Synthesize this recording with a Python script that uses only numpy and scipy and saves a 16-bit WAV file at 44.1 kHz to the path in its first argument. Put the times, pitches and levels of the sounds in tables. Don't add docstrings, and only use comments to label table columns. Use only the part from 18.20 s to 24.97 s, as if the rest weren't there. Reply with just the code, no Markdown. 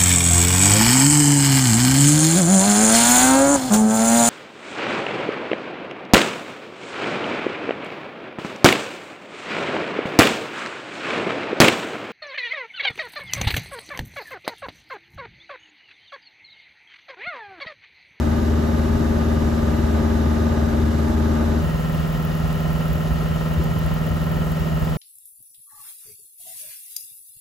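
import sys
import numpy as np
from scipy import signal
from scipy.fft import irfft
from scipy.io import wavfile
from scipy.ndimage import uniform_filter1d, minimum_filter1d, map_coordinates

SR = 44100
rng = np.random.default_rng(int(sys.argv[2]) if len(sys.argv) > 2 else 0)


def bounce(signal):
    frames = np.transpose(np.atleast_2d(signal))
    limited = np.clip(frames, -1, 1)
    pcm = np.round(limited * 32767).astype(np.int16)
    wavfile.write(sys.argv[1], SR, pcm)


def amplitude_ratio(level_db):
    exponent = np.asarray(level_db, float) / 20
    return 10 ** exponent


N = 298557
TIME = np.arange(N) / SR
FRAME = 1024
FRAME_HZ = np.arange(FRAME + 1) * SR / 2 / FRAME


def drift(rate_hz, size):
    memory = np.exp(-2 * np.pi * rate_hz * FRAME / SR)
    slow = signal.lfilter([1], [1, -memory], rng.standard_normal(N // FRAME + 102))[100:]
    slow = slow / slow.std()
    return np.interp(np.linspace(0, len(slow) - 1, size), np.arange(len(slow)), slow)


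# time in seconds, pace in cycles per second.
FRONT_SPEED = [(0, 19.203), (.6, 19.167), (1.8, 19.087), (2.3, 19.104), (3.5, 19.074)]
SIDE_SPEED = [(3.4, 19.811), (4.9, 19.818), (5.3, 19.856), (5.9, 19.865), (6.3, 19.82), (6.77, 19.78)]


def cycles(speed, zero_s):
    turned = np.cumsum(np.interp(TIME, *np.transpose(speed))) / SR
    return turned - np.interp(zero_s, TIME, turned)


# frequency in Hz, level in dB per Hz.
FRONT_AIR = [(25.0, -37), (40.0, 0.5), (62.0, 1), (110.0, -3.5), (200.0, -7.5), (330.0, -11),
             (470.0, -11.5), (800.0, -20.5), (1300.0, -23), (2200.0, -32.5), (3500.0, -37), (6000.0, -38),
             (10000.0, -43), (15500.0, -47.5)]
SIDE_AIR = [(25, -30), (40, -5.5), (62, 6), (110, -4), (200, -14), (330, -12.5), (470, -19.5), (800, -24.5),
            (1300, -25.5), (2200, -34), (3500, -34.5), (6000, -40.5), (11000, -43), (15500, -40.5)]
# resonance in Hz, width in Hz, lift in dB.
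FRONT_PANELS = [(351, 95, 5), (481, 46, -14), (560, 36, 2), (757, 48, -5), (854, 27, 6.5),
                (1037, 110, -4.5), (1240, 44, 6.5), (1460, 93, -1.5), (1540, 36, -2), (1767, 57, 3),
                (1664, 52, 5), (2000, 260, 2.5), (2885, 94, 6.5), (3770, 550, 5.5)]
SIDE_PANELS = [(308, 46, -9.5), (593, 63, 6), (1060, 75, 3.5), (1137, 87, -6.5), (1317, 120, 8),
               (1470, 200, -3), (1809, 53, 9), (1918, 65, 5.5), (2490, 100, 4.5), (2250, 60, 4),
               (2793, 63, 10), (3007, 110, 10)]


def colour_db(air, panels, hz):
    knots, levels_db = np.array(air).T
    smooth = np.interp(np.log(hz + 1), np.log(knots), levels_db)
    bells = (lift_db / (1 + (2 * (hz - mid_hz) / wide_hz) ** 2) for mid_hz, wide_hz, lift_db in panels)
    return smooth + sum(bells)


# order in multiples of the cycle rate, level in dB, left over right in dB.
FRONT_ORDERS = [(2, -43.4, 1.2), (3, -36.3, 1.5), (4, -22, 1.8), (5, -43.5, 2.3), (6, -43.6, .4),
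                (7, -36.7, 2.2), (8, -36.3, 3.1), (9, -42.7, 5.8), (11, -37.5, 5.7), (12, -25.7, 6.7),
                (13, -34.8, 4.3), (16, -35, 2.5), (17, -40.5, 3.5), (20, -41.8, 3.2), (21, -38.3, 3.7)]
SIDE_ORDERS = [(3, -41.8, 3.6), (4, -33.7, 6.5), (7, -38.7, -.7), (8, -24.8, -1.6), (9, -34.1, -1.5),
               (11, -43.4, .5), (12, -36.8, -1.4), (13, -48.5, -5.5), (16, -48.5, -1), (20, -44.8, -3.5)]
# order in multiples of the cycle rate, level in dB, left over right in dB, left lead in radians.
FRONT_HUMS = [(27, -54, -12, 1.3), (28, -43.7, -5, .2), (31, -49, -15, -1.3), (32, -41.4, -12, -2.4),
              (33, -49, 3.6, 2.2), (35, -50, -8.6, -.6), (40, -54, -20, 2.7), (42, -46, 0, 2.6),
              (45, -45.8, -6, .8), (50, -52.3, -9, -.5), (64, -50, 4, .3), (68, -50.8, -1.4, -1.7),
              (78, -50.3, 3.4, -.3)]
SIDE_HUMS = [(24, -54, 7, 2.7), (25, -47.3, -5, 1), (26, -43.7, -.7, 2), (30, -46.4, 2, .7),
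             (34, -50.3, 6.4, 1.4), (40, -53.7, 7.7, 1.3), (43, -53, 0, .8), (48, -58, 0, 1),
             (52, -53, 0, -.2), (62, -53.3, 8, .6), (64, -52, 0, .1), (68, -49.3, -5, .6),
             (95, -53.3, 0, .7)]


def drone(cycle, orders, air, panels, pair, faint_db, wobble_db, loudest, ringing):
    firing_lift_db, low_orders_db = 3, -10.5
    spread_db, lead_spread_rad = 3.0, 1.37
    cycle_hz = 19.5
    halves = np.array([.5, -.5])
    listed = {round(k): (db + pan_db / 2, db - pan_db / 2) for k, db, pan_db, *_ in orders}
    hum_leads = {round(row[0]): row[-1] for row in orders if len(row) > 3}
    knots, pans_db, _, leads = np.transpose(pair)
    lines = np.zeros((6, 2, 2049), complex)
    lag = 0
    for k in range(2, 170):
        high = k > 21
        chance = rng.standard_normal(4)
        pan_db = np.interp(np.log(k * cycle_hz), np.log(knots), pans_db)
        lead = np.interp(np.log(k * cycle_hz), np.log(knots), leads)
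        faint = faint_db + colour_db(air, panels, k * cycle_hz) - np.clip(0.3 * (k - 95), 0, 8.0)
        faint += firing_lift_db * (k % 4 == 0) + low_orders_db * (not high)
        left, right = listed.get(k, faint + spread_db * chance[:2] + pan_db * halves)
        lead = hum_leads.get(k, lead + lead_spread_rad * chance[2] * high)
        lag += ringing * chance[3]
        if high:
            phase = lag - 2 * np.pi * k * loudest
        else:
            beside = (k + 2) % 4 - 2
            phase = 0.85 * chance[3] - 2 * np.pi * beside * loudest
        lines[k % 3 + 3 * high, :, k] = amplitude_ratio([left, right]) * np.exp(1j * (phase + lead * halves))
    shapes = irfft(lines * np.sqrt(2) * 2048) * amplitude_ratio(.8)
    steps = np.arange(4096) / 4096
    total = 0
    for n, shape in enumerate(shapes):
        swell = amplitude_ratio(wobble_db * (1 + 2.6 * (n > 2)) * drift(2.1, N))
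        total = total + swell * np.array([np.interp(cycle, steps, side, period=1) for side in shape])
    return total


def pulses(cycle, strengths_db, sharp):
    stroke = cycle * len(strengths_db) + .5
    strength = amplitude_ratio(np.asarray(strengths_db)[stroke.astype(int) % len(strengths_db)])
    return strength * abs(np.sin(np.pi * stroke)) ** sharp


# frequency in Hz, left over right in dB, likeness from 0 to 1, left lead in radians.
FRONT_PAIR = [(60, 1.7, .99, .1), (210, 3.3, .93, .1), (450, .7, .3, .2), (650, -5.5, .44, -1.7),
              (900, -2.6, .5, 2.1), (1300, .6, .59, -1.3), (1900, .9, .41, 1.5), (3000, -2.1, .43, -.5)]
SIDE_PAIR = [(40, -1.8, .79, .8), (65, 0, .8, 1.5), (110, -2.5, .35, 1.4), (170, -4.6, .18, .1),
             (400, 0, .07, .3), (650, 1.8, .57, .9), (1800, -2, .58, 1.2), (3200, 1.7, .53, -.3)]
# lower edge in Hz, upper edge in Hz, share
FRONT_TWINS = [(8130, 9970, -1), (10900, 13400, 0.92), (14300, 17000, -1)]
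SIDE_TWINS = [(6500, 7500, 0.99), (8290, 9740, -1), (10350, 12250, 1), (12400, 13800, -1),
              (14700, 17000, 0.91)]


def both_sides(gate, level_db, pair, twins, patchy_db, wander_hz):
    noise = rng.standard_normal((2, N)) * gate
    hz, s, (own, other) = signal.stft(noise, SR, "cosine", 2 * FRAME)
    knots, *columns = np.transpose(pair)
    pan_db, alike, lead = (np.interp(np.log(hz + 1), np.log(knots), c)[:, None] for c in columns)
    share = alike * np.exp(-1j * lead) * (hz[:, None] < 7000) + 0 * s
    twin = np.zeros(share.shape, bool)
    for low, high, sign in twins:
        low = low + wander_hz * np.round(0.54 * drift(4.0, len(s)))
        high = high + wander_hz * np.round(0.54 * drift(4.0, len(s)))
        inside = (hz[:, None] > low) & (hz[:, None] < high)
        share = np.where(inside, sign, share)
        twin = twin | inside
    bands = np.array([drift(9.1, len(s)) for _ in range(12)])
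    places = np.meshgrid(np.log2(hz / 20 + 1), np.arange(len(s)), indexing="ij")
    patches = map_coordinates(bands, places, order=1)
    gain = amplitude_ratio(level_db[:, None] + patchy_db * patches * (hz[:, None] / 100 + 1) ** -.4)
    ripple = uniform_filter1d(rng.standard_normal((2, len(hz))), size=3) * ((hz > 450) & (hz < 3300))
    gain = gain * amplitude_ratio(1.3 * ripple[:, :, None])
    tilt = amplitude_ratio(np.where(twin, 0, pan_db / 2))
    left = own * tilt
    right = (share * own + np.sqrt(abs(1 - abs(share) ** 2)) * other) / tilt
    return signal.istft(np.array([left, right]) * gain, SR, "cosine", 2 * FRAME)[1][:, :N]


FRONT_FIRINGS = [0, -7, -2.5, -7]
SIDE_FIRINGS = [0, -6, -4, -8]


def slipstream(cycle, air, pair, panels, twins, firings, air_db, knock_db, patchy_db, wander_hz):
    level_db = colour_db(air, panels, FRAME_HZ) + air_db
    steady = both_sides(0.88, level_db, pair, twins, patchy_db, wander_hz)
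    mids_db = knock_db - 19.0 * np.log2((FRAME_HZ + 1) / 1000) ** 2
    beats = pulses(cycle, firings, sharp=2.1)
    return steady + both_sides(beats, level_db + mids_db, pair, [], patchy_db, wander_hz)


# time in seconds, peak level in dB.
HARD_TICKS = [(4.1254, -44), (4.3265, -24), (4.4776, -37), (4.6557, -20), (5.0079, -29), (5.2848, -32),
              (5.3865, -38), (5.5123, -29), (5.662, -20), (5.8645, -33), (5.9647, -27), (6.0401, -24),
              (6.1154, -38), (6.317, -19)]


def fitting(cycle, tick_db, hard_db, uneven_db):
    turn = np.floor(2 * cycle + .5).astype(int)
    strength = amplitude_ratio(uneven_db * rng.standard_normal(N // 500))[turn - turn.min()]
    hits = sum(amplitude_ratio(db) * np.exp(-.5 * ((TIME - s - .002) / 0.00072) ** 2) for s, db in HARD_TICKS)
    octaves = np.log2(np.clip(FRAME_HZ, 100, None) / 15500)
    gate = strength * pulses(cycle, [0, -.5], sharp=23.0)
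    ticks = both_sides(gate, tick_db + 22 * octaves, SIDE_PAIR, SIDE_TWINS, 0, 120)
    hard_colour_db = hard_db - 40 * (octaves + 0.39) ** 2
    return ticks + both_sides(hits, hard_colour_db, SIDE_PAIR, SIDE_TWINS[::2], 0, 120)


# time in seconds, ring in Hz, width in seconds, peak level in dB.
THUMP = [
    (5.386, 78.6, 0.015, -13.5),
    (5.4, 338, 0.0038, -21),
]


def thump():
    total = 0
    for s, hz, wide_s, db in THUMP:
        swell = amplitude_ratio(db) * np.exp(-.5 * ((TIME - s) / wide_s) ** 2)
        total = total + swell * np.cos(2 * np.pi * hz * (TIME - s) + 2.1)
    return total


# fade start in seconds, fade end in seconds.
FADE = [
    3.4,
    3.428,
]


def scene():
    cycle, loudest = cycles(FRONT_SPEED, zero_s=.268), .35
    front = drone(cycle, FRONT_ORDERS + FRONT_HUMS, FRONT_AIR, FRONT_PANELS, FRONT_PAIR,
                  faint_db=-35.0, wobble_db=0.43, loudest=loudest, ringing=1.2)
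    front += slipstream(cycle - loudest, FRONT_AIR, FRONT_PAIR, FRONT_PANELS, FRONT_TWINS, FRONT_FIRINGS,
                        air_db=-1.0, knock_db=-1.0, patchy_db=1.0, wander_hz=304)
    cycle, loudest = cycles(SIDE_SPEED, zero_s=4.127), .53
    side = drone(cycle, SIDE_ORDERS + SIDE_HUMS, SIDE_AIR, SIDE_PANELS, SIDE_PAIR,
                 faint_db=-33.0, wobble_db=0.2, loudest=loudest, ringing=1.25)
    side += slipstream(cycle - loudest, SIDE_AIR, SIDE_PAIR, SIDE_PANELS, SIDE_TWINS, SIDE_FIRINGS,
                       air_db=-1.5, knock_db=3.5, patchy_db=3.5, wander_hz=300)
    side += fitting(cycle, tick_db=-34, hard_db=-9, uneven_db=3.5) + thump()
    mix = np.interp(TIME, FADE, [0, np.pi / 2])
    return front * np.cos(mix) + side * np.sin(mix)


def band_limit(x):
    return signal.sosfilt(signal.butter(12, 16960, fs=SR, output="sos"), x)


def record(dry):
    heard = signal.sosfilt(signal.butter(2, 36, "high", fs=SR, output="sos"), dry)
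    ceiling = .4
    over_db = np.maximum(20 * np.log10(abs(heard).max(axis=0) / ceiling + 1e-9), 0)
    held_db = -minimum_filter1d(-over_db, size=401)
    held = heard * amplitude_ratio(-uniform_filter1d(held_db, size=301))
    mix = signal.sosfilt(signal.ellip(12, .3, 80, 15780, fs=SR, output="sos"), held)
    return band_limit(mix)


dry = scene()
out = record(dry)
bounce(out)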